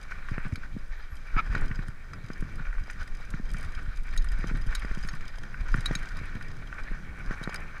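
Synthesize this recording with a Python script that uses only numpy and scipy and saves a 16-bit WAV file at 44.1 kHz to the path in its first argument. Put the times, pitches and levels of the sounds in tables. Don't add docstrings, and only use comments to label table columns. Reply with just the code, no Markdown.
import sys
import numpy as np
from scipy import signal
from scipy.fft import rfft, irfft
from scipy.io import wavfile
from scipy.ndimage import uniform_filter1d

SR = 44100
rng = np.random.default_rng(int(sys.argv[2]) if len(sys.argv) > 2 else 0)


def store_wav(level_fs):
    pcm = np.round(np.clip(np.atleast_2d(level_fs), -1, 1) * 32767)
    wavfile.write(sys.argv[1], SR, pcm.T.astype(np.int16))


N = 343980
TIME_S = np.arange(N) / SR


def undb(db):
    return 10 ** (np.asarray(db) / 20)


def unit(x):
    return x / np.sqrt(np.mean(x ** 2))


def band(x, lo_hz, hi_hz):
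    return signal.sosfilt(signal.butter(N=2, Wn=[lo_hz, hi_hz], btype="band", fs=SR, output="sos"), x)


def noise(points):
    hz, db = np.transpose(points)
    log_hz = np.log(np.maximum(np.fft.rfftfreq(N, 1 / SR), 1))
    shape = undb(np.interp(log_hz, np.log(hz), db))
    return unit(irfft(rfft(rng.standard_normal(N)) * shape, N))


def flicker(rate, depth_db):
    k = int(SR / rate)
    steps = np.repeat(rng.standard_normal(N // k + 1), k)
    smooth = uniform_filter1d(uniform_filter1d(steps, k), k)
    return undb(depth_db * smooth[:N])


def grit(rate, spread_db):
    chance = rng.random((N, 3)).T
    falls = chance[0] < rate / SR
    size = undb(-spread_db * np.log(1 - chance[2]))
    return unit(falls * np.sign(chance[1] - .5) * size)


def ring(x, hz, width):
    r, w = np.exp(-np.pi * width / SR), 2 * np.pi * hz / SR
    return signal.lfilter([np.sin(w)], [1, -2 * r * np.cos(w), r * r], x)


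def shaken(x, modes):
    return sum(undb(db) * unit(ring(x, hz, width)) for hz, width, db in modes)


def contacts(s, ms):
    t_ms = np.arange(SR // 25) * 1000 / SR
    shape = (1 - np.exp(-t_ms / .5)) * np.exp(-t_ms / np.clip(ms, .2, 12)[:, None])
    burst = rng.standard_normal(shape.shape) * shape
    where = np.minimum((s * SR).astype(int)[:, None] + np.arange(len(t_ms)), N - 1)
    return where, burst / np.sqrt(np.sum(burst ** 2, axis=1, keepdims=True))


def strike(where, burst, db):
    return np.bincount(where.ravel(), (burst * undb(db)[:, None]).ravel(), N)


# time_s, level_db
BODY_LEVEL = [(0.0, -38.5), (0.39, -33.5), (1.3, -37), (1.56, -27), (1.78, -28.5), (1.93, -39), (2.17, -40),
              (2.63, -30.5), (2.82, -37.5), (4.36, -27.5), (5.54, -35), (5.67, -28.5), (6.36, -35.5),
              (7.8, -36.5)]
# freq_hz, level_db (per Hz)
BODY_SPECTRUM = [(5, -10), (9, 15.5), (20, 18), (36, 8), (60, -2), (100, -64), (300, -110)]


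def sway():
    press = unit(band(np.tanh(0.89 * noise(BODY_SPECTRUM)), 5.8, 80))
    return press * flicker(9, 1.6) * undb(np.interp(TIME_S, *np.transpose(BODY_LEVEL)))


# middle_s, level_db (before the envelope), pitch_hz
BODY_HEAVES = [(0.462, -26, 18), (0.914, -26.0, 25), (1.357, -15.5, 22), (1.517, -18, 33),
               (1.635, -20, 18.4), (1.789, -24, 23), (2.414, -19.5, 17), (2.691, -24, 25), (2.787, -17, 21),
               (3.015, -28, 22), (3.122, -25, 15), (3.336, -23.5, 25), (3.452, -24, 28), (3.528, -20, 25),
               (3.699, -20, 17), (3.778, -31, 32), (3.89, -24.5, 27), (4.001, -21.5, 26),
               (4.19, -15.0, 20.8), (4.33, -23, 28), (4.443, -20, 21), (4.55, -21.5, 21),
               (4.694, -17.5, 30), (4.784, -22.5, 21), (4.917, -24, 34), (5.197, -26, 18), (5.617, -17, 24),
               (5.735, -14, 21.6), (5.911, -20.5, 20), (6.03, -32.5, 20), (6.138, -30, 20.4),
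               (6.827, -25.5, 20), (6.922, -22.5, 21), (7.295, -21.5, 24)]
HEAVE_CYCLES = .45
HEAVE_LEAN = .17


def heaves():
    s, db, hz = np.transpose(BODY_HEAVES)[:, :, None]
    k = np.arange(-SR // 8, SR // 8)
    cycles = hz * k / SR
    where = np.clip((s * SR).astype(int) + k, 0, N - 1)
    swing = -np.cos(2 * np.pi * (cycles + HEAVE_LEAN)) * np.exp(-(cycles / HEAVE_CYCLES) ** 2)
    return strike(where, swing, db[:, 0])


# start_s, level_db (before the envelope), pitch_hz, rise_ms
STRAP_JOLTS = [(.315, -16.5, 108, 2.3), (.380, -20, 136, 0.92), (.453, -24.5, 140, 1.5),
               (.462, -21.5, 149, 3.3), (0.525, -13.5, 83, 2.9), (.738, -24.5, 103, 6.4),
               (1.118, -22, 60, 7), (1.365, -17, 124, 1.74), (1.494, -20, 70, 5), (1.549, -25, 149, 0.35),
               (1.563, -23, 120, 0.77), (1.611, -32, 108, 4.6), (1.709, -18, 117, 2.3), (1.79, -19, 131, 2),
               (1.885, -20.5, 115, 2.8), (2.239, -23, 109, 3.8), (2.302, -21.5, 163, 1.07),
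               (2.424, -19.5, 143, 1.5), (2.601, -22, 137, 2.7), (2.809, -23.5, 64, 4.6),
               (3.001, -23, 59, 8.4), (3.34, -17, 146, 2.34), (3.545, -21.5, 143, 2.4),
               (3.65, -21.5, 69.4, 6), (3.876, -22.5, 93, 4), (4.391, -24, 151, 2),
               (4.443, -19.5, 158, 0.98), (4.466, -25, 160, 3.3), (4.513, -20, 154, 1.54),
               (4.543, -18.5, 109, 2.6), (4.566, -27.5, 140, 1.7), (4.602, -31, 110, 2.4),
               (4.659, -21, 107, 7.3), (4.848, -24, 160, .9), (4.913, -25.5, 120, 1),
               (4.973, -20.5, 145, 1.7), (5.048, -26, 141, 1.5), (5.133, -22, 142, 2.9),
               (5.61, -26, 60, 3.7), (5.745, -13.5, 122, 1.7), (5.781, -16.5, 111, 3.2),
               (5.91, -16, 133, 0.78), (5.957, -22.5, 152, 2.2), (6.214, -26, 103, 1.24),
               (6.353, -21.5, 99, 1.73), (6.915, -26, 154, 1.15), (7.084, -25.5, 70, 4.5),
               (7.309, -19.5, 190, 1), (7.414, -25, 142, 1.05), (7.475, -18, 156, 0.83)]
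THUD_CYCLES, THUD_RISES = 2.67, 8.8


def thuds():
    s, db, hz, rise_ms = np.transpose(STRAP_JOLTS)[:, :, None]
    t60 = THUD_CYCLES / hz + THUD_RISES * rise_ms / 1000
    t = np.arange(SR // 5) / SR
    rise = 1000 * t / rise_ms
    push = np.exp(-np.log(1000) * t / np.maximum(t60, .01)) * (1 - np.exp(-rise ** 2))
    snap = 0.31 * np.exp(-((rise - .9) / 0.5) ** 2) / rise_ms
    where = np.minimum((s * SR).astype(int) + np.arange(len(t)), N - 1)
    swings = strike(where, -np.cos(2 * np.pi * hz * t) * push - snap, db[:, 0])
    shudder_shape = np.exp(-t / 0.027) * (1 - np.exp(-t / 0.0044))
    shudder = strike(where, shudder_shape + 0 * s, db[:, 0] - 21.5)
    return swings + shudder * unit(band(grit(500, 3.93), 142, 245))


# start_s, level_db (before the mode levels), pitch_hz (favoured)
CAMERA_KNOCKS = [(0.1199, -25.5, 1400), (0.285, -23, 1160), (0.38, -24, 1630), (0.5556, -25.5, 2410),
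                 (0.633, -30, 1420), (1.3648, -23, 1300), (1.55, -17, 1430), (1.5743, -25, 1420),
                 (1.713, -22, 1820), (1.79, -27.5, 1620), (1.8834, -31, 1170), (2.133, -26.5, 1520),
                 (2.3012, -28.5, 1460), (2.4233, -31, 1440), (2.596, -33, 1350), (2.6526, -32, 1490),
                 (2.727, -32, 1500), (2.781, -29, 1810), (2.8983, -28.5, 1730), (3.0124, -30.5, 1770),
                 (3.0778, -31.5, 1500), (3.3377, -25.5, 1500), (3.544, -29, 1730), (3.631, -39, 1890),
                 (3.75, -39, 2310), (3.79, -30.5, 1920), (4.1624, -28.5, 1870), (4.2455, -32, 1860),
                 (4.318, -36, 1920), (4.4396, -25.5, 1520), (4.7244, -26.5, 1820), (4.7507, -24.5, 1500),
                 (4.8213, -24, 1500), (4.8464, -23, 1160), (4.912, -26, 1300), (4.9722, -30, 1500),
                 (5.035, -31, 1820), (5.0496, -34, 1820), (5.0867, -26.5, 1840), (5.1366, -23.5, 1180),
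                 (5.2075, -31, 1840), (5.4358, -28.5, 1500), (5.5418, -27.5, 1430), (5.686, -30, 1600),
                 (5.7412, -18, 1450), (5.8579, -23, 1510), (5.9102, -25.5, 1720), (5.951, -21.5, 1570),
                 (6.171, -33, 1570), (6.188, -32, 1870), (6.2156, -48, 1530), (6.238, -32, 1180),
                 (6.354, -32, 1470), (6.4094, -32, 1820), (6.7257, -27, 1530), (7.309, -25, 1320),
                 (7.473, -29, 1450), (7.5431, -24, 1860)]
# freq_hz, width_hz, level_db (relative)
CAVITY_MODES = [(1180, 89, -9), (1500, 188, 0.5), (1820, 141, -3.5), (2310, 170, -4)]


def knocks():
    s, db, pitch_hz = np.transpose(CAMERA_KNOCKS)
    where, burst = contacts(s, 2.3 + 0 * s)
    cavity = 0
    for hz, width, mode_db in CAVITY_MODES:
        off_pitch_db = -14 * np.abs(np.log2(hz / pitch_hz))
        cavity += ring(strike(where, burst, db + mode_db + off_pitch_db), hz, width)
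    click = strike(*contacts(s, 0.81 + 0 * s), db - 10)
    return band(cavity, 1224, 2480) + band(click, 400, 3600)


# middle_s, half_length_ms (to 1/e), rise_db (over the grit)
GRAVEL_CRUNCHES = [(0.114, 6.4, 10), (.183, 7, 3), (0.291, 12, 6), (.335, 18, 2.5), (.465, 32, 6.5),
                   (0.526, 5.1, 10), (1.47, 20, 2), (1.53, 15, 5.5), (1.64, 16, 2.5), (3.02, 19, 5.5),
                   (3.59, 16, 3.5), (3.64, 18, 3.5), (4.135, 9.1, 6), (4.33, 15, 4), (4.5, 23, 6),
                   (4.555, 7.3, 8), (4.725, 13, 8.5), (4.83, 12, 2.5), (5.77, 20, 5), (6.0, 15, 1),
                   (6.8, 25, 4.5), (7.327, 17, 6.5), (7.46, 12, 2), (5.69, 4.5, 5), (7.67, 25, 1.5)]
JOLT_S, JOLT_DB = 0.032, 2.5


def stirred():
    s, db, _ = np.transpose(CAMERA_KNOCKS)[:, :, None]
    decay = (TIME_S > s) * np.exp(-np.abs(TIME_S - s) / JOLT_S)
    after = JOLT_DB * np.sqrt(undb(db - db.max())) * decay
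    s, half_ms, db = np.transpose(GRAVEL_CRUNCHES)[:, :, None]
    swell = db * np.exp(-(1000 * (TIME_S - s) / half_ms) ** 2)
    return np.sum(after, axis=0) + np.sum(swell, axis=0)


# time_s, rumble_db, grit_db, treble_db
TRAIL = [(0.0, -50.5, -48.5, -61), (0.41, -49, -47.5, -63.5), (0.71, -53, -54, -64.5),
         (1.21, -54, -53, -65), (1.61, -41.5, -45, -60), (1.95, -50.5, -52.5, -66), (2.65, -50, -50, -63),
         (3.1, -50, -51.5, -63.5), (3.45, -44, -51.5, -63), (3.67, -46.5, -47.5, -60),
         (4.02, -49, -51, -62), (4.52, -45.5, -47, -60.5), (4.95, -48, -46.5, -59), (5.24, -51.5, -51, -62),
         (5.56, -48.5, -50.5, -63.5), (5.91, -43.5, -43, -55), (6.39, -47, -49.5, -63),
         (7.23, -47, -49, -63), (7.49, -46.5, -43, -60.5), (7.8, -48.5, -47.5, -64.5)]


def trail_db(column, at_s):
    return np.interp(at_s, *np.transpose(TRAIL)[[0, column]])


# freq_hz, width_hz, level_db (relative)
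SHELL_MODES = [(3187, 115, -9), (3910, 480, -4.5), (4954, 124, -6.5), (6100, 980, -1)]
# freq_hz, width_hz, level_db (relative)
BRIGHT_MODES = [(7660, 1700, -4.5), (9120, 1080, -3), (11100, 2000, -16), (13200, 2800, -26)]
# freq_hz, level_db (per Hz)
GRAVEL_HISS = [(800, -60), (2000, -11), (2800, 8.5), (4500, 2), (7000, -1), (11300, -5.5), (15000, -16.5)]


def tyres():
    crunch = flicker(60, 2.37)
    cavity = sum(undb(db) * flicker(40, 2.7) * unit(ring(grit(1800, 2.22), hz, width))
                 for hz, width, db in CAVITY_MODES)
    shell = sum(undb(db) * flicker(23, 3.2) * unit(ring(grit(900, 1.56), hz, width))
                for hz, width, db in SHELL_MODES)
    fine = ring(np.abs(grit(34, 0.68)), 57, 150) * rng.standard_normal(N)
    bright = shaken(fine, BRIGHT_MODES)
    treble = unit(band(shell, 1700, 5140) * crunch) * undb(-2.5)
    treble += unit(band(bright, 4000, 20000)) * undb(-17)
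    treble += noise(GRAVEL_HISS) * flicker(4.7, 0.67) * undb(-6.5)
    clatter = unit(band(grit(700, 2.8), 364, 1040) * crunch)
    body = unit(band(cavity, 976, 2790) * crunch) + undb(-12) * clatter
    stir_db = stirred()
    body_gain = undb(trail_db(2, TIME_S) + stir_db)
    treble_gain = undb(trail_db(3, TIME_S) + 0.93 * stir_db)
    return body * body_gain + treble * treble_gain


# start_s, crack_db, bright_db,
# ring_db of the four groups of frame modes from low to high, contact_ms (decay)
CHAIN_CLINKS = [(0.5576, -35, -47, -62, -58, -55, -51, 1.3), (1.5503, -33, -69, -49, -57, -56, -64, 2.7),
                (4.1755, -29.5, -35, -36, -45, -37, -49, 2.4),
                (4.7502, -25, -29.5, -32.5, -39, -40, -33, 3.2), (5.087, -35, -55, -58, -41, -41, -46, 2.4),
                (5.8576, -29, -31.5, -22.5, -41, -45, -32, 3.7),
                (5.9522, -29.5, -33, -31.5, -41, -32.5, -35, 1.2),
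                (7.437, -33.5, -43, -43, -58, -52, -48, 1.5), (7.5439, -42, -31.5, -50, -46, -53, -51, 1.6)]
# freq_hz, level_db (relative in its group), decay_s (nominal, shortened below)
FRAME_MODES = [(3860, 0, 0.037), (4199, -15, 0.059), (4603, -22, 0.059), (5405, -20, 0.052),
               (6514, -15, 0.051), (7542, -22, 0.031), (9232, -26, 0.048), (10490, -19, 0.022),
               (11490, -33, 0.035), (12100, -37, 0.032), (12880, -26, 0.029), (14240, -41, 0.046)]
GROUP_BORDERS = [4400, 6000, 7000]


def clinks():
    s, crack_db, bright_db, *ring_db, ms = np.transpose(CHAIN_CLINKS)
    where, burst = contacts(s, ms)
    out = sum(ring(strike(where, burst, bright_db + 8.5 + db), hz, width) for hz, width, db in BRIGHT_MODES)
    out += sum(ring(strike(where, burst, crack_db + db), hz, 2 * width) for hz, width, db in SHELL_MODES)
    t = np.arange(where.shape[1]) / SR
    rattle = rng.standard_normal(where.shape) * np.exp(-t / 0.0078)
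    out += band(strike(where, rattle, crack_db + 0.5), 3630, 4550)
    feed = np.exp(-1000 * t / ms[:, None])
    feed = 2 * feed / np.sum(feed, axis=1, keepdims=True)
    for hz, db, decay_s in FRAME_MODES:
        group = np.searchsorted(GROUP_BORDERS, hz)
        loudest_db = max(m[1] for m in FRAME_MODES if np.searchsorted(GROUP_BORDERS, m[0]) == group)
        drive = feed * np.sin(2 * np.pi * (hz * t + rng.random((len(s), 1))))
        level_db = ring_db[group] + db - loudest_db + 7.5 - 2.7 * min(group, 2)
        width = (3.05 + 2.0 * (group % 2)) / decay_s
        out += ring(strike(where, drive, level_db), hz, width)
    return band(out, 2800, 16400)


# start_s, shell_db, bright_db
PART_TICKS = [(0.028, -44, -53), (0.2904, -45, -68), (1.1543, -49, -52), (1.1664, -41, -53),
              (1.5793, -39, -52), (1.6097, -45, -48.5), (1.6576, -39, -57), (1.6801, -37, -63),
              (1.7554, -37, -69), (1.882, -44, -50), (2.1331, -37.5, -78), (2.2613, -40.5, -60),
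              (2.2852, -40, -66), (2.3324, -37.5, -65), (2.406, -39, -49), (2.5557, -41, -50),
              (2.836, -42, -69), (2.87, -45, -68), (2.9003, -34.5, -59), (2.9084, -54, -50),
              (3.0114, -44, -53), (3.029, -39, -51), (3.0754, -39, -52), (3.1497, -39, -61),
              (3.3037, -38.5, -43.5), (3.49, -42, -66), (3.5019, -34.5, -61), (3.5145, -43, -47),
              (3.5355, -37, -50), (3.5673, -34, -60), (3.5834, -47, -48), (3.609, -41, -55),
              (3.6285, -43, -43), (3.647, -41, -53), (3.7484, -34, -73), (3.9719, -40.5, -57),
              (4.0337, -48, -52), (4.1374, -44, -56), (4.164, -43, -50), (4.2203, -33.5, -59),
              (4.243, -45, -42), (4.286, -35.5, -56), (4.318, -38, -47), (4.387, -46, -53),
              (4.4712, -33.5, -57), (4.4814, -36, -53), (4.571, -45, -48.5), (4.6683, -38.5, -52),
              (4.7945, -37, -50), (4.9472, -35, -52), (4.9881, -39, -56), (5.011, -49, -51),
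              (5.0334, -34, -62), (5.0464, -42, -55), (5.0744, -42, -46), (5.1317, -40, -55),
              (5.15, -39, -51), (5.208, -38, -66), (5.2796, -36.5, -54), (5.356, -38, -66),
              (5.3837, -37, -58), (5.433, -37.5, -55), (5.683, -39, -62), (5.7214, -41.5, -61),
              (5.7396, -37, -57), (5.759, -47, -48), (5.8067, -34, -45), (5.9894, -41, -52),
              (6.0556, -36, -67), (6.0876, -34, -51), (6.1693, -36, -50), (6.1894, -41, -64),
              (6.2557, -44, -54), (6.351, -40, -55), (6.424, -36.5, -57), (6.4822, -41, -65),
              (6.6717, -38.5, -63), (6.8344, -38, -69), (7.1881, -54, -56), (7.2599, -42, -59),
              (7.429, -36, -55), (7.531, -41, -54), (5.929, -46, -60), (5.6077, -42, -62),
              (4.4084, -43, -62), (2.796, -56, -58), (7.4944, -35, -64), (7.558, -30, -44),
              (7.6034, -49, -52)]
FAINT_TICKS = 45
FAINT_SHELL_DB, FAINT_BRIGHT_DB, FAINT_SPREAD_DB = 22, 3, 6


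def ticks():
    chance = rng.random((FAINT_TICKS, 3)).T
    at_s = chance[0] * N / SR
    treble_db = trail_db(3, at_s)
    scatter_db = -FAINT_SPREAD_DB * chance[1:]
    faint = [at_s, treble_db + FAINT_SHELL_DB + scatter_db[0], treble_db + FAINT_BRIGHT_DB + scatter_db[1]]
    s, shell_db, bright_db = np.hstack([np.transpose(PART_TICKS), faint])
    where, burst = contacts(s, 3.9 + 0 * s)
    modes = SHELL_MODES + BRIGHT_MODES
    mix_db = 2.5 * rng.standard_normal((len(s), len(modes))).T
    levels = [shell_db - 3] * len(SHELL_MODES) + [bright_db + 10] * len(BRIGHT_MODES)
    rings = sum(ring(strike(where, burst, level + mix + mode_db), hz, width)
                for (hz, width, mode_db), level, mix in zip(modes, levels, mix_db))
    return band(rings, 2300, 19500)


# freq_hz, width_hz, level_db (relative)
STRAP_MODES = [(800, 150, -13), (1160, 67, -12), (1340, 63, 11.5), (1690, 180, 1.5), (2270, 230, 7.5)]
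SCRAPE_PEAK_S, SCRAPE_DB, SCRAPE_RISE_S, SCRAPE_FALL_S = 1.394, -26, 0.016, 0.009


def scrape():
    t = TIME_S - SCRAPE_PEAK_S
    drag = undb(SCRAPE_DB) * np.exp(-(t / np.where(t < 0, SCRAPE_RISE_S, SCRAPE_FALL_S)) ** 2 / 2)
    chatter = grit(4300, 0.58)
    strap = band(shaken(chatter, STRAP_MODES), 740, 2600)
    shell = band(shaken(chatter, SHELL_MODES), 3700, 5300)
    return drag * (unit(strap) + undb(-23) * unit(shell))


# freq_hz, level_db (per Hz)
RUMBLE_SPECTRUM = [(10, -70), (40, -45), (65, 0), (130, -3.5), (250, -13.5), (640, -29), (1100, -32),
                   (2000, -35), (5000, -100)]


def rumble():
    return noise(RUMBLE_SPECTRUM) * flicker(15, 4.0) * undb(trail_db(1, TIME_S))


# freq_hz, level_db (per Hz)
WIND_SPECTRUM = [(100, -34), (300, 6.5), (600, 8), (1000, -14.5), (2500, -27), (6000, -66)]


def wind():
    return noise(WIND_SPECTRUM) * flicker(5.3, 1.5) * undb(-68.5)


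# start_s, length_s, pitch_hz (at the start), glide_hz_per_s, level_db (rms, before the fade)
GRASS_CHIRPS = [(0.966, .048, 11340, 6000, -71), (1.103, .067, 11380, -900, -66.5),
                (1.347, .017, 11300, 0, -66)]
CHIRP_ATTACK_S, CHIRP_FADE_DB_PER_S = .007, 120


def chirps():
    out = 0
    for s, length, hz, glide, db in GRASS_CHIRPS:
        t = TIME_S - s
        ends = np.clip(np.minimum(t, length - t) / CHIRP_ATTACK_S, 0, 1)
        fade = ends * undb(db - CHIRP_FADE_DB_PER_S * np.maximum(t, 0))
        out += fade * np.sqrt(2) * np.sin(2 * np.pi * (hz * t + glide * t ** 2 / 2))
    return out


def scene():
    body = sway() + heaves() + thuds()
    housing = knocks() + tyres() + clinks() + ticks() + scrape()
    background = rumble() + wind() + chirps()
    return (body + housing + background)[None]


# freq_hz, level_db (per Hz)
MIC_SPECTRUM = [(1500, -38), (4000, -2), (9000, -7), (15000, -12)]
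PORT_HZ, TOP_HZ = 11300, 15250


def record(dry):
    port = signal.sosfilt(signal.butter(N=2, Wn=PORT_HZ, fs=SR, output="sos"), dry)
    heard = port + noise(MIC_SPECTRUM) * undb(-73)
    return signal.sosfilt(signal.ellip(10, .2, 80, TOP_HZ, fs=SR, output="sos"), heard)


dry = scene()
out = record(dry)
store_wav(out)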